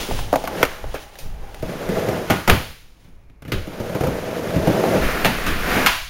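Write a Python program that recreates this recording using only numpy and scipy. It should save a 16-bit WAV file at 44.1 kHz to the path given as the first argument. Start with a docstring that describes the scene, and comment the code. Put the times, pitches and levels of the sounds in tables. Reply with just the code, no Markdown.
"""A big loft with plywood ramps, where someone is skateboarding. The deck is set down close to the microphone, the
rider rolls away, comes back up a ramp, lands in a stall on its edge and drops in again; then he rolls along a
hollow box and pops the tail. Rolling is grainy noise shaped by panel and wheel resonances; contacts are short
impulses with dying chatter, ringing through the modes of ramp, deck and trucks; hard blows leave free sine
modes ringing. Clothes rustle, the floor sways, and band-wise decaying noise forms the room's reverberation."""
import sys
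import numpy as np
from scipy import signal
from scipy.fft import rfft, irfft, next_fast_len
from scipy.io import wavfile

SR = 44100
rng = np.random.default_rng(int(sys.argv[2]) if len(sys.argv) > 2 else 0)


def to_wav(sig):
    """Store sig (one row per channel, or 1-D mono) as 16-bit WAV at the path in sys.argv[1].

    Samples outside -1..1 are clipped; the rate is SR.
    """
    pcm = np.clip(np.atleast_2d(sig), -1, 1) * 32767
    pcm = np.round(pcm).astype(np.int16)
    wavfile.write(sys.argv[1], SR, pcm.T)  # frames by channels


N = 268701

# the tail cracks on the box and the deck springs back:
# (time [s], truck clack level [dB], clack pitch [Hz], deck knock level [dB], room send [dB])
TAIL_CRACKS = [(5.8619, -14.5, 1850, -39, -26), (5.869, -16.5, 2180, -21.5, 5.5)]


def from_db(db):
    """Logarithmic level: decibels to amplitude gain."""
    return 10 ** (np.asarray(db) / 20)


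def rms_one(x):
    """Power normalisation: scale to rms 1."""
    return x / np.sqrt(np.mean(x ** 2) + 1e-20)


def at_hz(points, hz):
    """Logarithmic frequency scale: interpolate a table along it."""
    f, value = np.transpose(points)
    return np.interp(np.log(np.maximum(hz, 1)), np.log(f), value)


def colour(x, spectrum):
    """Linear filtering: weight the signal's Fourier spectrum by a table, then scale to rms 1."""
    size = next_fast_len(len(x))
    hz = np.arange(size // 2 + 1) * SR / size
    weighted = rfft(x, size) * from_db(at_hz(spectrum, hz))
    return rms_one(irfft(weighted, size)[:len(x)])


def drift(rate_hz):
    """Low-pass random process: noise through two equal poles at rate_hz, with rms 1."""
    step = 40   # samples between the drawn values
    white = rng.standard_normal(N // step + 2002)
    r = np.exp(-2 * np.pi * step * rate_hz / SR)
    slow = signal.lfilter([1], [1, -2 * r, r * r], white)[2000:]   # the filter's start is dropped
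    return np.interp(np.arange(N) / step, np.arange(len(slow)), rms_one(slow))


def resonate(x, modes):
    """Modal superposition: two-pole resonances in parallel, with alternating signs."""
    out = 0
    for k, (hz, width_hz, db) in enumerate(modes):
        r = np.exp(-np.pi * width_hz / SR)
        poles = [1, -2 * r * np.cos(2 * np.pi * hz / SR), r * r]
        zeros = [(1 - r * r) / 2, 0, (r * r - 1) / 2]
        out = out + (-1) ** k * from_db(db) * signal.lfilter(zeros, poles, x + 1e-18)
    return out


def pitched(modes, hz):
    """Frequency scaling: place a set of mode ratios on a pitch."""
    return [(ratio * hz, width_hz, db) for ratio, width_hz, db in modes]


def grains(per_s, spread_db, smooth_db):
    """Shot noise: tiny random impacts of uneven size over smooth friction noise."""
    sizes = from_db(spread_db * np.minimum(rng.exponential(1, N), 4)) * rng.choice([-1, 1], N)
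    clicks = sizes * (rng.random(N) < per_s / SR)
    return rms_one(rms_one(clicks) + from_db(smooth_db) * rng.standard_normal(N))


def leak(power, seconds):
    """First-order energy balance: a store that fills and drains with this time constant."""
    r = np.exp(-1 / (seconds * SR))
    return signal.lfilter([1 - r], [1, -r], power + 1e-18)


def swells(rows, attack_s):
    """Incoherent addition: swells peak at their times, then die exponentially; their powers add."""
    t = np.arange(N) / SR
    power = 0
    for s, db, t60_s in rows:
        rise = np.clip(1 + (t - s) / attack_s, 0, 1)   # starts attack_s before the peak
        decay = from_db(db - 60 * np.clip((t - s) / t60_s, 0, 3))
        power = power + (rise * decay) ** 2
    return np.sqrt(power)


def ring(s, db, modes, tilt_db=0):
    """Free vibration: struck modes die exponentially as sines; the tilt is per octave about 2 kHz."""
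    t = np.maximum(np.arange(N) / SR - s, 0)
    out = 0
    for hz, mode_db, t60_s in modes:
        start_db = db + mode_db + tilt_db * np.log2(hz / 2000)
        decay = from_db(start_db - 60 * np.clip(t / t60_s, 0, 3))
        out = out + decay * np.sin(2 * np.pi * hz * t)
    return out


def room_tone():
    """Stationary background noise: Gaussian noise with the room's spectrum."""
    # (frequency [Hz], relative density [dB per Hz])
    tone_spectrum = [(30, -3), (100, -13.5), (220, -18.5), (450, -18.5), (700, -23), (1800, -30.5),
                     (2400, -27), (3000, -41), (8000, -45), (16000, -49.5)]
    return from_db(-55) * colour(rng.standard_normal(N), tone_spectrum)


def loft(x, build_s):
    """Diffuse reverberation: bands store the sound's energy and return it as noise while it drains."""
    # reverberation time of the loft: (frequency [Hz], t60 [s])
    loft_t60 = [(80, 0.39), (250, 0.35), (700, 0.38), (2000, 0.5), (5000, 0.77), (15000, 0.62)]
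    white, tail = rng.standard_normal((2, N)), 0
    edges_hz = np.geomspace(50, 17000, 15)
    for k, (low, high) in enumerate(zip(edges_hz, edges_hz[1:])):
        band = signal.butter(2, [low, high], "band", fs=SR, output="sos")
        drain_s = at_hz(loft_t60, np.sqrt(low * high)) / np.log(1e6)   # t60 to energy time constant
        power = signal.sosfilt(band, x + 1e-18) ** 2
        energy = leak(leak(power, build_s), drain_s)
        tail = tail + np.sqrt(energy) * rms_one(signal.sosfilt(band, white[k % 2]))
    return tail


def cloth_rustle():
    """Friction noise: clothes and shoe soles rub as the rider moves."""
    # (peak time [s], level [dB], t60 [s])
    moves = [(0, -24.5, 0.64), (0.2, -30.5, 0.51), (0.4, -36.5, 0.77), (1.02, -40, 0.38),
             (1.24, -44.5, 0.6), (1.6, -46, 1.2), (3.03, -58.5, 0.96)]
    # (frequency [Hz], relative density [dB per Hz])
    cloth_spectrum = [(400, -1), (1000, -5), (2000, -7.5), (3100, -4), (4500, -9.5), (6500, -10),
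                      (10000, -13), (14000, -22), (16000, -10)]
    rubbing = grains(per_s=900, spread_db=0.0, smooth_db=2.5) * from_db(drift(27))
    return swells(moves, attack_s=0.22) * colour(rubbing, cloth_spectrum)


def floor_sway():
    """Low-frequency forced vibration: the rider's weight comes down and the floor sways."""
    # (peak time [s], level [dB], t60 [s])
    sways = [(0, -27.5, 0.79), (0.15, -16.5, 1), (0.63, -28.5, .7), (0.86, -22.5, 0.44), (1.26, -28, 2.2),
             (1.63, -25.5, .2), (1.9, -27.5, 0.95), (2.32, -42, .25), (2.52, -11.5, 0.16),
             (2.59, -29, 0.66), (3.12, -42, 1.5), (3.57, -22, 0.37), (4.09, -39, 1.0), (4.67, -32, .4),
             (5.02, -16.5, 0.71), (5.26, -20, 1.1), (5.48, -22, 2.5)]
    # (frequency [Hz], relative density [dB per Hz])
    shake_spectrum = [(8, -0.5), (15, 12.5), (24, -1.5), (38, -1.5), (58, -1.5), (80, -9), (120, -12.5),
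                      (300, -32.5), (1000, -74.5)]
    rest_db = -46
    gain = np.hypot(swells(sways, attack_s=0.053), from_db(rest_db))
    return gain * colour(rng.standard_normal(N), shake_spectrum)


def on_the_wood(start_s, end_s):
    """Exponential onset and release: the loss in dB outside a run, so rolling starts and stops quickly."""
    onset_db_per_s, stop_db_per_s = 700, 378
    t = np.arange(N) / SR
    return -onset_db_per_s * np.maximum(start_s - t, 0) - stop_db_per_s * np.maximum(t - end_s, 0)


def run_db(curve):
    """Level interpolation: one run's curve in dB, cut off outside the run."""
    s, db = np.transpose(curve)
    return np.interp(np.arange(N) / SR, s, db) + on_the_wood(s[0], s[-1])


def follower(rumble_db, usual_db, share):
    """Level compression: gain of a layer that follows a share of the rumble's swing in dB."""
    usual_rumble_db = -24   # here the layer has its usual level
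    return from_db(usual_db + share * (rumble_db - usual_rumble_db))


def wheels(rumble_gain, grit_gain, modes, body, surface, bump_db):
    """Rolling excitation: grain and dust make panels boom and treads hiss; one random load drives both."""
    load_db = bump_db * drift(30)
    force = grains(per_s=1100, spread_db=2.5, smooth_db=-4.0) * from_db(load_db)
    panels = sum(resonate(force, [mode]) for mode in modes)
    rumble = colour(force + panels, body)
    dust = grains(per_s=4100, spread_db=6, smooth_db=10.5) * from_db(.5 * load_db)
    return rumble_gain * rumble + grit_gain * colour(dust, surface)


def flat_floor(rumble_db):
    """Impedance mismatch: the stiff floor hardly booms, so the wheels' own resonances are heard."""
    # wheel resonances, each applied twice in series: (frequency [Hz], width [Hz], gain per pass [dB])
    wheel_modes = [(670, 300, 1), (790, 120, 3.5)]
    force = grains(per_s=1600, spread_db=0.5, smooth_db=-9.0)
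    hum = sum(resonate(resonate(force, [mode]), [mode]) for mode in wheel_modes)
    return follower(rumble_db, usual_db=-33.5, share=0.64) * rms_one(hum)


def rolling_wheels():
    """Common excitation: over floor and ramp one level drives rumble, hiss and hum."""
    # rolling level of each run before its trim below: (time [s], level [dB])
    push_off = [(0.0, -39.5), (0.18, -44), (0.38, -43.5), (0.5, -32.5), (0.538, -30.5), (0.615, -25.5)]
    roll_away = [(0.72, -39), (0.83, -40), (0.974, -49), (1.188, -52.5), (1.444, -42), (1.6, -44.5)]
    run_up = [(1.66, -32.5), (1.802, -30), (1.996, -24), (2.168, -26), (2.3, -32)]
    drop_in = [(3.5, -43), (3.604, -46), (3.716, -35.5), (3.98, -28), (4.452, -26.5), (4.59, -22.5),
               (4.752, -20), (4.852, -17), (5.0, -16)]
    # wheels whirr up under a push or as they leave the ramp: (peak time [s], level [dB], rise [s])
    spins = [(0.62, -28.5, 0.1), (2.33, -29.5, 0.1)]
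    # plywood panels under the wheels: (frequency [Hz], width [Hz], gain over the broad force [dB])
    plywood_modes = [(174, 16, 2.5), (491.6, 40, 5.5), (570, 25, 0.5), (640, 16, 5.5)]
    # spectra of rumble and tread hiss: (frequency [Hz], relative density [dB per Hz])
    rumble_spectrum = [(45, -20.5), (70, -7), (100, -1), (160, -1.5), (210, 1), (265, -2), (380, 2.5),
                       (500, -3.5), (620, -2), (720, -6), (900, -10), (1300, -40.5), (3000, -52.5)]
    grit_spectrum = [(500, -28.5), (950, -2), (1400, 0), (2300, -5), (3300, -9.5), (4500, -13.5),
                     (6500, -14.5), (10000, -18), (12000, -20), (14000, -17.5), (16000, -30)]
    push_off_trim_db, roll_away_trim_db, run_up_trim_db, drop_in_trim_db = 3.5, -0.5, 3.5, 2.5
    spin_t60_s = 0.9

    floor_db = np.maximum(run_db(push_off) + push_off_trim_db, run_db(roll_away) + roll_away_trim_db)
    slope_db = np.maximum(run_db(run_up) + run_up_trim_db, run_db(drop_in) + drop_in_trim_db)
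    rumble_db = np.maximum(floor_db, slope_db)
    spin = sum(swells([(s, db, spin_t60_s)], rise_s) for s, db, rise_s in spins)
    grit = np.hypot(follower(rumble_db, usual_db=-33, share=0.73), spin)
    rolling = wheels(from_db(rumble_db), grit, plywood_modes, rumble_spectrum, grit_spectrum, bump_db=1.53)
    return rolling + flat_floor(floor_db)


def blow(t, rattle_s, rattle_db):
    """Impulse with decaying noise: a touch, then chatter of wheels and trucks, stronger if it is longer."""
    chatter = rng.standard_normal(len(t)) * from_db(rattle_db - 60 * t / rattle_s)
    return (t == 0) + chatter * np.sqrt(rattle_s / 0.065)


def contact(s, thump_db, thump_hz, knock_db, knock_hz, clack_db, clack_hz, tick_db, rattle_s, room_db):
    """Modal impact: a contact rings ramp, deck and trucks; returns the direct sound and the room send."""
    # resonances: (multiple of the contact's pitch [ratio], width [Hz], relative gain [dB])
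    ramp_modes = [(.5, 35, -6.5), (1.0, 26.5, -1), (1.35, 49, -10), (1.85, 60, -7), (2.3, 70.3, -12)]
    deck_modes = [(.76, 80, -1.5), (1.0, 50, 5.5), (1.27, 91.3, 0), (1.72, 160, -9.5), (2.3, 221, -14.5)]
    truck_modes = [(.7, 380, 2.5), (1.0, 280, 7), (1.24, 401, 2), (1.5, 362, 4), (1.92, 450, -1),
                   (2.35, 510, -5), (3.0, 905, -35.5)]
    # noise of the hard edge: (frequency [Hz], relative density [dB per Hz])
    tick_spectrum = [(2000, -29.5), (4200, 0), (6000, 0), (9000, -1), (12000, -6.5), (14000, 3),
                     (16000, -18)]
    t = np.arange(SR // 2) / SR
    # the heavy ramp hardly follows the chatter; the light trucks follow it most
    thump = resonate(blow(t, rattle_s, rattle_db=-25.5), pitched(ramp_modes, thump_hz))
    knock = resonate(blow(t, rattle_s, rattle_db=-24.5), pitched(deck_modes, knock_hz))
    clack = resonate(blow(t, rattle_s, rattle_db=-17.5), pitched(truck_modes, clack_hz))
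    # the hard edge gives a very short burst of treble, then follows the chatter
    tick_decay = from_db(-60 * t / 0.015) + from_db(2.0 - 60 * t / rattle_s)
    bite = 1 - np.exp(-t / 0.00054)   # rise time constant in s
    tick = colour(rng.standard_normal(len(t)), tick_spectrum) * tick_decay * bite
    attack = SR // 50   # levels hold for the first 20 ms
    parts = zip((thump, knock, clack, tick), (thump_db, knock_db, clack_db, tick_db))
    hit = sum(from_db(db) * part / np.std(part[:attack]) for part, db in parts)
    out, at = np.zeros((2, N + SR)), int(s * SR)
    out[:, at:at + len(t)] = hit, from_db(room_db) * hit
    return out[:, :N]


def soft_treads():
    """Soft-contact excitation: a soft sole on floor or deck brings out mainly the low thump."""
    # (time [s], thump level [dB], thump pitch [Hz])
    tread_rows = [(0.085, -27, 214), (1.25, -40, 84), (3.045, -47, 139.5), (3.087, -52, 143)]
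    return sum(contact(s, thump_db=db, thump_hz=hz, knock_db=db - 14.5, knock_hz=450,
                       clack_db=db - 13.5, clack_hz=1550, tick_db=db - 17.5, rattle_s=0.14, room_db=3)
               for s, db, hz in tread_rows)


def deck_knocks():
    """Near-field impact: the deck, set down and stepped on by the microphone, leads in dry knocks."""
    # (time [s], deck knock level [dB], knock pitch [Hz], truck clack level [dB], edge tick level [dB])
    knock_rows = [(0.11, -25, 680, -44, -50.5), (0.19, -32, 720, -54, -54), (0.3278, -14, 590, -34.5, -37),
                  (0.3382, -17.5, 700, -48, -43), (0.357, -15, 637, -31.5, -33.5),
                  (0.439, -25.5, 638, -38.5, -42.5), (0.4741, -27, 873, -31.5, -36.5),
                  (0.629, -14.5, 486, -13, -24.5), (0.651, -37, 606, -28, -34.5),
                  (0.84, -32.5, 497, -45, -60), (0.942, -25.5, 428, -50, -44)]
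    return sum(contact(s, thump_db=db - 9, thump_hz=280, knock_db=db, knock_hz=hz,
                       clack_db=clack_db, clack_hz=1450, tick_db=tick_db - 7 + 7, rattle_s=0.051, room_db=-11.5)
               for s, db, hz, clack_db, tick_db in knock_rows)


def light_taps():
    """Light-body excitation: shoes scuff the grip and loose trucks click in bright touches."""
    # (time [s], clack level [dB], clack pitch [Hz], edge tick level [dB], ramp thump level [dB],
    #  rattle t60 [s])
    tap_rows = [(0.452, -39.5, 2170, -44, -54.5, 0.043), (0.948, -33, 1600, -43, -50, .16),
                (1.155, -48, 1980, -55, -67, 0.039), (1.187, -44.5, 2520, -39.5, -50, 0.22),
                (1.545, -44, 1930, -48, -60, 0.024), (3.298, -62.5, 1700, -72.5, -50, 0.053),
                (3.421, -48, 1580, -54, -41, .07), (3.45, -46, 1470, -56, -36.5, 0.14),
                (3.479, -45, 1790, -51, -31, 0.14)]
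    return sum(contact(s, thump_db=thump_db, thump_hz=135, knock_db=db, knock_hz=560,
                       clack_db=db, clack_hz=hz, tick_db=tick_db, rattle_s=rattle_s, room_db=-3.0)
               for s, db, hz, tick_db, thump_db, rattle_s in tap_rows)


def sheet_joints():
    """Step excitation: wheels bump dully over joints between the sheets; the trucks only murmur along."""
    # (time [s], ramp thump level [dB], thump pitch [Hz], deck knock level [dB])
    joint_rows = [(1.625, -26, 172, -26.5), (1.889, -20.5, 183, -24.5), (1.968, -28, 173, -24),
                  (2.086, -21, 180, -20.5), (3.672, -29, 160, -36.5), (3.8, -25, 113, -27.5),
                  (3.895, -30.5, 165, -29), (3.949, -23, 171, -23), (4.008, -20.5, 147, -22),
                  (4.036, -22.5, 135, -19.5), (4.07, -18, 140, -24.5), (4.559, -15, 149, -35),
                  (4.672, -15, 159, -19), (4.838, -42, 193, -16)]
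    hits = 0
    for s, db, hz, knock_db in joint_rows:
        mean_db = (db + knock_db) / 2
        hits = hits + contact(s, thump_db=db, thump_hz=hz, knock_db=knock_db, knock_hz=506,
                              clack_db=mean_db - 15, clack_hz=1500, tick_db=mean_db - 19,
                              rattle_s=0.111, room_db=-2.0)
    return hits


def truck_slams():
    """Coupled impact: trucks slam onto ramp edge and box, ringing everything and filling the room."""
    # (time [s], truck clack level [dB], clack pitch [Hz], ramp thump level [dB], thump pitch [Hz],
    #  rattle t60 [s])
    slam_rows = [(2.299, -24.5, 1370, -18, 165, 0.072), (2.304, -19.5, 1450, -20, 184, 0.12),
                 (2.313, -31.5, 1450, -26, 210, .19), (2.476, -17.5, 1440, -18, 193, 0.17),
                 (2.4976, -12.5, 1650, -20, 160, 0.04), (2.511, -32, 1470, -20.5, 216.4, 0.11),
                 (2.521, -39.5, 1425, -16.5, 104, 0.063), (3.5192, -27, 2060, -24.5, 118, 0.051),
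                 (3.525, -30.5, 1710, -23, 105, 0.16), (5.247, -19, 1640, -26, 200, 0.04),
                 (5.254, -18.5, 1800, -19.5, 195, 0.12), (5.464, -23.5, 1710, -26.5, 92, 0.38)]
    deck_over_ramp = 3.55   # pitch ratio: a loaded deck and the ramp under it move in pitch together
    hits = 0
    for s, db, hz, thump_db, thump_hz, rattle_s in slam_rows:
        knock_db = (db + thump_db) / 2 - 0.5
        hits = hits + contact(s, thump_db=thump_db, thump_hz=thump_hz,
                              knock_db=knock_db, knock_hz=deck_over_ramp * thump_hz,
                              clack_db=db, clack_hz=hz, tick_db=db - 8, rattle_s=rattle_s, room_db=-1.1)
    return hits


def ramp_edge():
    """Free vibration of steel: the ramp's edge rings when a truck strikes or leaves it."""
    # (frequency [Hz], relative level [dB], t60 [s])
    edge_modes = [(1230, -2.5, .3), (1450, 1.5, .35), (1793, -4, 0.19), (3010, -4, .2), (3810, -6, .27),
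                  (4161, -11.5, .3), (4657, -6.5, 0.12)]
    # (time [s], level [dB], tilt [dB per octave])
    edge_blows = [(2.304, -28.5, -9.5), (2.499, -33, 6), (3.52, -34.5, 3.5)]
    return sum(ring(s, db, edge_modes, tilt_db) for s, db, tilt_db in edge_blows)


def along_box():
    """Cavity resonance: the hollow box booms and the wheels roar, fading, then surging under the crouch."""
    # box panels: (frequency [Hz], width [Hz], gain over the broad force [dB])
    box_modes = [(224, 40, -13), (565, 16, -22), (700, 57, -7)]
    # spectra of boom and roar: (frequency [Hz], relative density [dB per Hz])
    boom_spectrum = [(50, -12), (110, -4), (200, 3.5), (280, 0), (500, 1.5), (700, -3), (950, -10),
                     (1500, -15), (3000, -40)]
    roar_spectrum = [(600, -19), (1000, -1.5), (1400, 3.5), (1900, 1.5), (2450, -0.5), (3200, -8),
                     (4500, -12), (6500, -15), (10000, -16.5), (12000, -20), (14000, -13.5), (16000, -25)]
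    start_s, end_s, slowing_db_per_s = 5.02, 5.868, 9
    crouch_s = 5.77   # the rider's crouch loads the wheels before the pop
    coast_db = -slowing_db_per_s * np.maximum(np.arange(N) / SR - start_s, 0)
    # each surge: (peak time [s], level [dB], t60 [s])
    boom = np.hypot(from_db(-23 + coast_db), swells([(crouch_s, -17.5, 0.99)], attack_s=0.16))
    roar = np.hypot(from_db(-22.5 + coast_db), swells([(crouch_s, -18.5, 2)], attack_s=0.23))
    rolling = wheels(boom, roar, box_modes, boom_spectrum, roar_spectrum, bump_db=-0.3)
    return from_db(on_the_wood(start_s, end_s)) * rolling


def tail_pop():
    """Unloaded-plate impact: the free deck rings high and the box hardly thumps."""
    return sum(contact(s, thump_db=-41, thump_hz=200, knock_db=knock_db, knock_hz=1040,
                       clack_db=db, clack_hz=hz, tick_db=db - 7, rattle_s=0.062, room_db=room_db)
               for s, db, hz, knock_db, room_db in TAIL_CRACKS)


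def airborne_board():
    """Free-boundary vibration: once the wheels leave the wood the board rings freely."""
    # (frequency [Hz], relative level [dB], t60 [s])
    board_modes = [(1006, 1, 0.38), (1360, -14, .4), (1980, -2, .4), (2751, -4, 0.53), (3252, -6, .35)]
    return ring(TAIL_CRACKS[-1][0], -26, board_modes)


def scene():
    """Superposition: rolling, contacts, ringing and rustle in the loft, over the shaking floor."""
    rolling = rolling_wheels() + along_box()
    hits, send = soft_treads() + deck_knocks() + light_taps() + sheet_joints() + truck_slams() + tail_pop()
    room = loft(from_db(-4.5) * send + from_db(-12.5) * rolling, build_s=.006)
    ringing = ramp_edge() + airborne_board()
    background = room_tone() + cloth_rustle() + floor_sway()
    return (from_db(-2.5) * rolling + hits + ringing + room + background)[None]


def record(dry):
    """Transducer response: a partial treble notch, clipping of the loudest peaks and a steep top cut."""
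    notch_hz, notch_depth, cutoff_hz = 8000, .68, 15800
    notched = signal.lfilter(*signal.iirnotch(notch_hz, 4.5, fs=SR), dry)
    heard = np.clip(dry + notch_depth * (notched - dry), -1, 1)
    return signal.sosfilt(signal.ellip(12, .2, 90, cutoff_hz, fs=SR, output="sos"), heard)


dry = scene()
out = record(dry)
to_wav(out)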